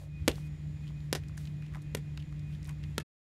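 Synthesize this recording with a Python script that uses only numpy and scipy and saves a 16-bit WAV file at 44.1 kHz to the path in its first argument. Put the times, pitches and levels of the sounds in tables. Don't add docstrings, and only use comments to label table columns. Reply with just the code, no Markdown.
import sys
import numpy as np
from scipy import signal
from scipy.fft import rfft, irfft
from scipy.io import wavfile

SR = 44100
rng = np.random.default_rng(int(sys.argv[2]) if len(sys.argv) > 2 else 0)


def wav_out(sig):
    wavfile.write(sys.argv[1], SR, np.round(np.clip(np.atleast_2d(sig).T, -1, 1) * 32767).astype(np.int16))


N = 143325
TIME = np.arange(N) / SR
FREQS_HZ = np.arange(N // 2 + 1) * SR / N
CRACK_LOW_HZ = 890


def from_db(db):
    return 10 ** (np.asarray(db) / 20)


def unit_rms(x):
    return x / np.sqrt(np.mean(x ** 2) + 1e-20)


def band(x, hz, kind, order=2):
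    sos = signal.butter(order, np.clip(hz, 10, .45 * SR), kind, fs=SR, output="sos")
    return signal.sosfilt(sos, x + 1e-18)


def resonance(x, hz, q):
    return signal.lfilter(*signal.iirpeak(min(hz, SR / 3), max(q, .5), fs=SR), x + 1e-18)


def drift(rate_hz):
    knots = rng.standard_normal(400)
    return np.interp(TIME * rate_hz, np.arange(len(knots)), knots)


def swell(peak_s, length_s):
    return np.exp(-(2 * (TIME - peak_s) / length_s) ** 2)


def burst(t60_s, size):
    noise = rng.standard_normal(size) * from_db(-60 * TIME[:size] / t60_s)
    return noise / np.sqrt(np.sum(noise ** 2))


def narrow_noise(hz, width_hz):
    spectrum = rfft(rng.standard_normal(N)) / (1 + ((FREQS_HZ - hz) / width_hz) ** 2)
    return unit_rms(irfft(spectrum, N))


def add(out, start_s, x):
    i = max(int(round(start_s * SR)), 0)
    out[i:i + len(x)] += x[:max(len(out) - i, 0)]


def air():
    # frequency_hz, relative_db
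    air_spectrum = [(20, -22), (40, -18.5), (65, 3.5), (80, -2), (100, -1.5), (122, -12), (145, -1.5),
                    (165, -8.5), (190, -10), (250, -23.5), (320, -23), (420, -31), (600, -34.5), (950, -40),
                    (1500, -41), (2000, -34), (2700, -43.5), (3300, -41), (5500, -49.5), (9000, -55.5),
                    (15000, -64)]
    hz, db = np.transpose(air_spectrum)
    shape = from_db(np.interp(np.log(np.maximum(FREQS_HZ, 1)), np.log(hz), db))
    return from_db(-43.5) * unit_rms(irfft(rfft(rng.standard_normal(N)) * shape, N))


def motor(pitch_hz=148.7, wander=0.0042, waver_db=0.5):
    # multiple, level_db
    harmonics = [(1, -41.5), (2, -61.5)]
    phase = 2 * np.pi * np.cumsum(pitch_hz * (1 + wander * drift(7.6))) / SR
    return sum(np.sqrt(2) * from_db(db + waver_db * drift(4.6)) * np.sin(multiple * phase)
               for multiple, db in harmonics)


def whine(pitch_hz=2478, wander=0.002, rest_db=-77):
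    # peak_s, length_s, level_db
    tone_swells = [(0.173, 0.088, -63), (0.454, 0.062, -63), (0.774, 0.028, -73), (0.84, 0.04, -65),
                   (0.977, 0.037, -66), (1.283, 0.14, -77), (1.475, 0.099, -76), (1.618, 0.088, -71.5),
                   (1.883, 0.14, -73.5), (2.083, 0.076, -71), (2.304, .08, -79), (2.478, 0.11, -68),
                   (2.692, 0.1, -69), (2.854, 0.083, -71.5)]
    # pitch_hz, width_hz, start_db, growth_db_per_s
    growing_tones = [(2694, 6, -84.5, 2)]
    # time_s, level_db
    shrill_levels = [(0, -85), (.47, -84), (.5, -76.5), (.75, -77.5), (1.1, -81), (3, -80.5)]
    phase = 2 * np.pi * np.cumsum(pitch_hz * (1 + wander * drift(25))) / SR
    swells = sum(from_db(db) * swell(peak_s, length_s) for peak_s, length_s, db in tone_swells)
    tone = np.sqrt(2) * (from_db(rest_db) + swells) * np.sin(phase)
    faint = sum(from_db(db + growth * TIME) * narrow_noise(hz, width_hz)
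                for hz, width_hz, db, growth in growing_tones)
    shrill_db = np.interp(TIME, *np.transpose(shrill_levels))
    return tone + faint + from_db(shrill_db) * narrow_noise(hz=6990, width_hz=110)


def soft_hiss(low_hz=905, high_hz=7000, flutter_db=0.5):
    # peak_s, rise_s, fall_s, level_db
    hiss_swells = [(.01, 0.037, 0.054, -65.5), (.37, 0.091, 0.059, -61), (.47, 0.029, 0.015, -66.5),
                   (0.859, 0.074, 0.047, -75.5), (1.04, 0.041, 0.059, -76), (1.383, 0.0061, 0.1, -62),
                   (2.538, 0.05, 0.035, -71), (2.68, 0.022, 0.053, -69), (2.9, 0.076, 0.14, -76)]
    hiss = band(rng.standard_normal(N), low_hz, "high", order=1)
    hiss = band(hiss, high_hz, "low", order=1)
    power = np.zeros(N)
    for peak_s, rise_s, fall_s, db in hiss_swells:
        slope_s = np.where(TIME < peak_s, rise_s, fall_s)
        power += (from_db(db) * swell(peak_s, 2 * slope_s)) ** 2
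    return unit_rms(hiss) * np.sqrt(power) * from_db(flutter_db * drift(54))


def scuffs(grains_per_s=1000, spread_db=4.5):
    # peak_s, length_s, level_db, centre_hz
    slides = [(0.038, 0.098, -63, 580), (0.367, 0.055, -64, 1770), (0.883, 0.033, -63, 3100),
              (1.658, 0.092, -64.5, 2360), (1.756, 0.056, -56.5, 1070), (2.202, 0.023, -59, 3030),
              (2.54, 0.033, -60.5, 3220), (2.68, 0.092, -63, 2000), (2.695, 0.061, -60, 1000),
              (2.845, 0.039, -62, 2090)]
    grain_db = spread_db * np.minimum(rng.exponential(1, N), 4)
    grains = from_db(grain_db) * rng.choice([-1, 1], N)
    grit = grains * (rng.random(N) < grains_per_s / SR)
    return sum(from_db(db) * swell(peak_s, length_s) * unit_rms(resonance(grit, hz, q=5.4))
               for peak_s, length_s, db, hz in slides)


def thumps(length_s=0.028):
    # peak_s, level_db, pitch_hz
    pulses = [(0.223, -30.5, 75.5), (0.304, -32, 70), (1.215, -41, 83.7), (2.869, -38, 80)]
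    return sum(from_db(db) * swell(peak_s, length_s) * np.cos(2 * np.pi * hz * (TIME - peak_s))
               for peak_s, db, hz in pulses)


def ticks(t60_s=0.019, q=1.22, snap_db=-10.5, size=4096):
    # start_s, level_db, centre_hz
    contacts = [(0.3142, -21.5, 3840), (0.3558, -30.5, 4000), (0.3802, -29, 885), (0.878, -35, 3500),
                (.903, -38, 1070), (1.004, -40, 3650), (1.236, -33.5, 2400), (1.284, -36, 5900),
                (1.295, -35, 1060), (1.372, -37, 8900), (1.376, -25.5, 1520), (1.378, -27, 6700),
                (1.454, -31.5, 3480), (1.473, -30, 3180), (1.623, -31.5, 1830), (1.6635, -38, 3080),
                (1.7382, -31.5, 1490), (1.748, -24.5, 1750), (1.7557, -24.5, 970), (1.769, -30, 980),
                (1.8193, -38.5, 7000), (1.825, -45, 8000), (2.1747, -24.5, 3340), (2.1756, -28.5, 1260),
                (2.197, -40, 3170), (2.224, -34, 3180), (2.325, -34.5, 1340), (2.394, -39, 4900),
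                (2.629, -35, 4940), (2.6453, -36, 7500), (2.653, -36, 4000), (2.660, -37.5, 6000),
                (2.673, -38.5, 9000), (2.675, -42, 9500), (2.6875, -30, 1670), (2.6922, -30.5, 7600),
                (2.6925, -28, 1880), (2.7103, -43, 8000), (2.832, -40, 3260), (2.8378, -28, 2800)]
    snap = from_db(snap_db) * band(signal.unit_impulse(size), hz=11500, kind="low")
    out = np.zeros(N)
    for start_s, db, hz in contacts:
        crunch = resonance(resonance(burst(t60_s, size), hz, q), hz, q)
        crunch /= np.sqrt(np.sum(crunch ** 2))
        add(out, start_s, from_db(db) * (crunch + snap))
    return out


def driveway(ground_ms, ground_db, rough_db, wall_ms, wall_db, extra_ms, scatter_db, size):
    # low_hz, high_hz, relative_db, t60_s
    scatter_bands = [(100, 420, 8, 0.15), (300, 830, 4, 0.17), (690, 2800, 3, 0.13), (2500, 3800, 1, 0.21),
                     (6010, 12000, -5, 0.093)]
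    reflection_low_hz = 260
    click = signal.unit_impulse(size)
    off_player = from_db(-15) * band(burst(t60_s=0.048, size=size), reflection_low_hz, "high")
    paths = click + off_player
    ground_smear = from_db(rough_db) * band(burst(t60_s=0.015, size=size), CRACK_LOW_HZ, "high")
    add(paths, ground_ms / 1000, from_db(ground_db) * (paths + ground_smear))
    wall_smear = from_db(3.5) * band(burst(t60_s=0.09, size=size), hz=8950, kind="low", order=1)
    wall = click + wall_smear
    add(wall, extra_ms / 1000, from_db(-4.5) * click)
    add(paths, wall_ms / 1000, from_db(wall_db) * band(wall, reflection_low_hz, "high", order=1))
    for low_hz, high_hz, band_db, t60_s in scatter_bands:
        paths += from_db(scatter_db + band_db) * band(burst(t60_s, size), [low_hz, high_hz], "band")
    return paths


def strike(thud_hz, thud_db, blade_db, ring_db, lower_hz, upper_hz, bright_hz, pitch_ratio, size):
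    # nominal_hz, relative_db, t60_s
    blade_modes = [(427, -8, 0.014), (580, -19, 0.006)]
    # nominal_hz, relative_db, t60_s
    wood_modes = [(990, -31.5, 0.049), (1420, -16, 0.013), (1820, -18, 0.02125), (2105, -32.5, 0.029),
                  (2310, -32, 0.014), (2820, -22, 0.049), (3320, -24, 0.027), (3720, -32, .02),
                  (4420, -35, 0.019), (5700, -29, 0.01), (6800, -31, .015), (7960, -29.5, 0.011)]
    crack_db, thud_t60_s = 11.5, 0.019
    t = TIME[:size]
    click = band(signal.unit_impulse(size), CRACK_LOW_HZ, "high", order=1)
    crack = -from_db(crack_db) * band(click, bright_hz, "low", order=1)
    crack += from_db(-4) * resonance(crack, hz=12100, q=3)
    thud = from_db(thud_db - 60 * t / thud_t60_s) * np.sin(2 * np.pi * thud_hz * t)
    hit = crack + thud
    for modes, drive_db in ((blade_modes, blade_db), (wood_modes, ring_db)):
        for hz, db, t60_s in modes:
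            hit += from_db(db + drive_db - 60 * t / t60_s) * np.sin(2 * np.pi * hz * pitch_ratio * t)
    for hz in (lower_hz, upper_hz):
        hit += from_db(-3) * resonance(hit, hz, q=3.1)
    hit = band(hit, hz=150, kind="high", order=1)
    return band(hit, hz=13800, kind="low", order=4)


def knocks(size=16384):
    # ground_ms, ground_db, rough_db, wall_ms, wall_db, extra_ms, scatter_db
    blows = [(0.2789, -7.5, 280, -17, 0.5, -10.5, 480, 2920, 3300, 0.96, 3.5, 0, -9.5, 13.3, -17.5, 6.6, -13),
             (1.1284, -13.5, 294, -20.5, 3, -8, 1750, 5460, 4900, 0.99, 4, -9.5, 0, 22.5, -10, 5.14, -17),
             (1.9496, -20, 215, -1, -0.5, -4, 495, 2150, 6800, 0.97, 2.09, -7, -1.5, 20.3, -18, 5, -19),
             (2.9809, -15.5, 221, -4.5, 0, -0.5, 1440, 3720, 3780, 0.92, 2.075, -10.5, -1, 19.4, -18, 5.7, -23)]
    out = np.zeros(N)
    for start_s, gain_db, *settings in blows:
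        hit = strike(*settings[:8], size)
        paths = driveway(*settings[8:], size)
        add(out, start_s, from_db(gain_db) * signal.fftconvolve(hit, paths)[:size])
    return out


def scene(rise_s=0.2, rise_db=8):
    player = knocks() + ticks() + thumps() + scuffs()
    rise = from_db(-rise_db * np.maximum(1 - TIME / rise_s, 0))
    return (player + soft_hiss() + whine() + rise * (motor() + air()))[None]


def record(dry, end_s=3.032, fade_s=0.011, cutoff_hz=15600):
    fade = np.clip((end_s - TIME) / fade_s, 0, 1)
    lowpass = signal.ellip(10, .1, 80, cutoff_hz, fs=SR, output="sos")
    return signal.sosfilt(lowpass, dry * fade + 1e-18)


dry = scene()
out = record(dry)
wav_out(out)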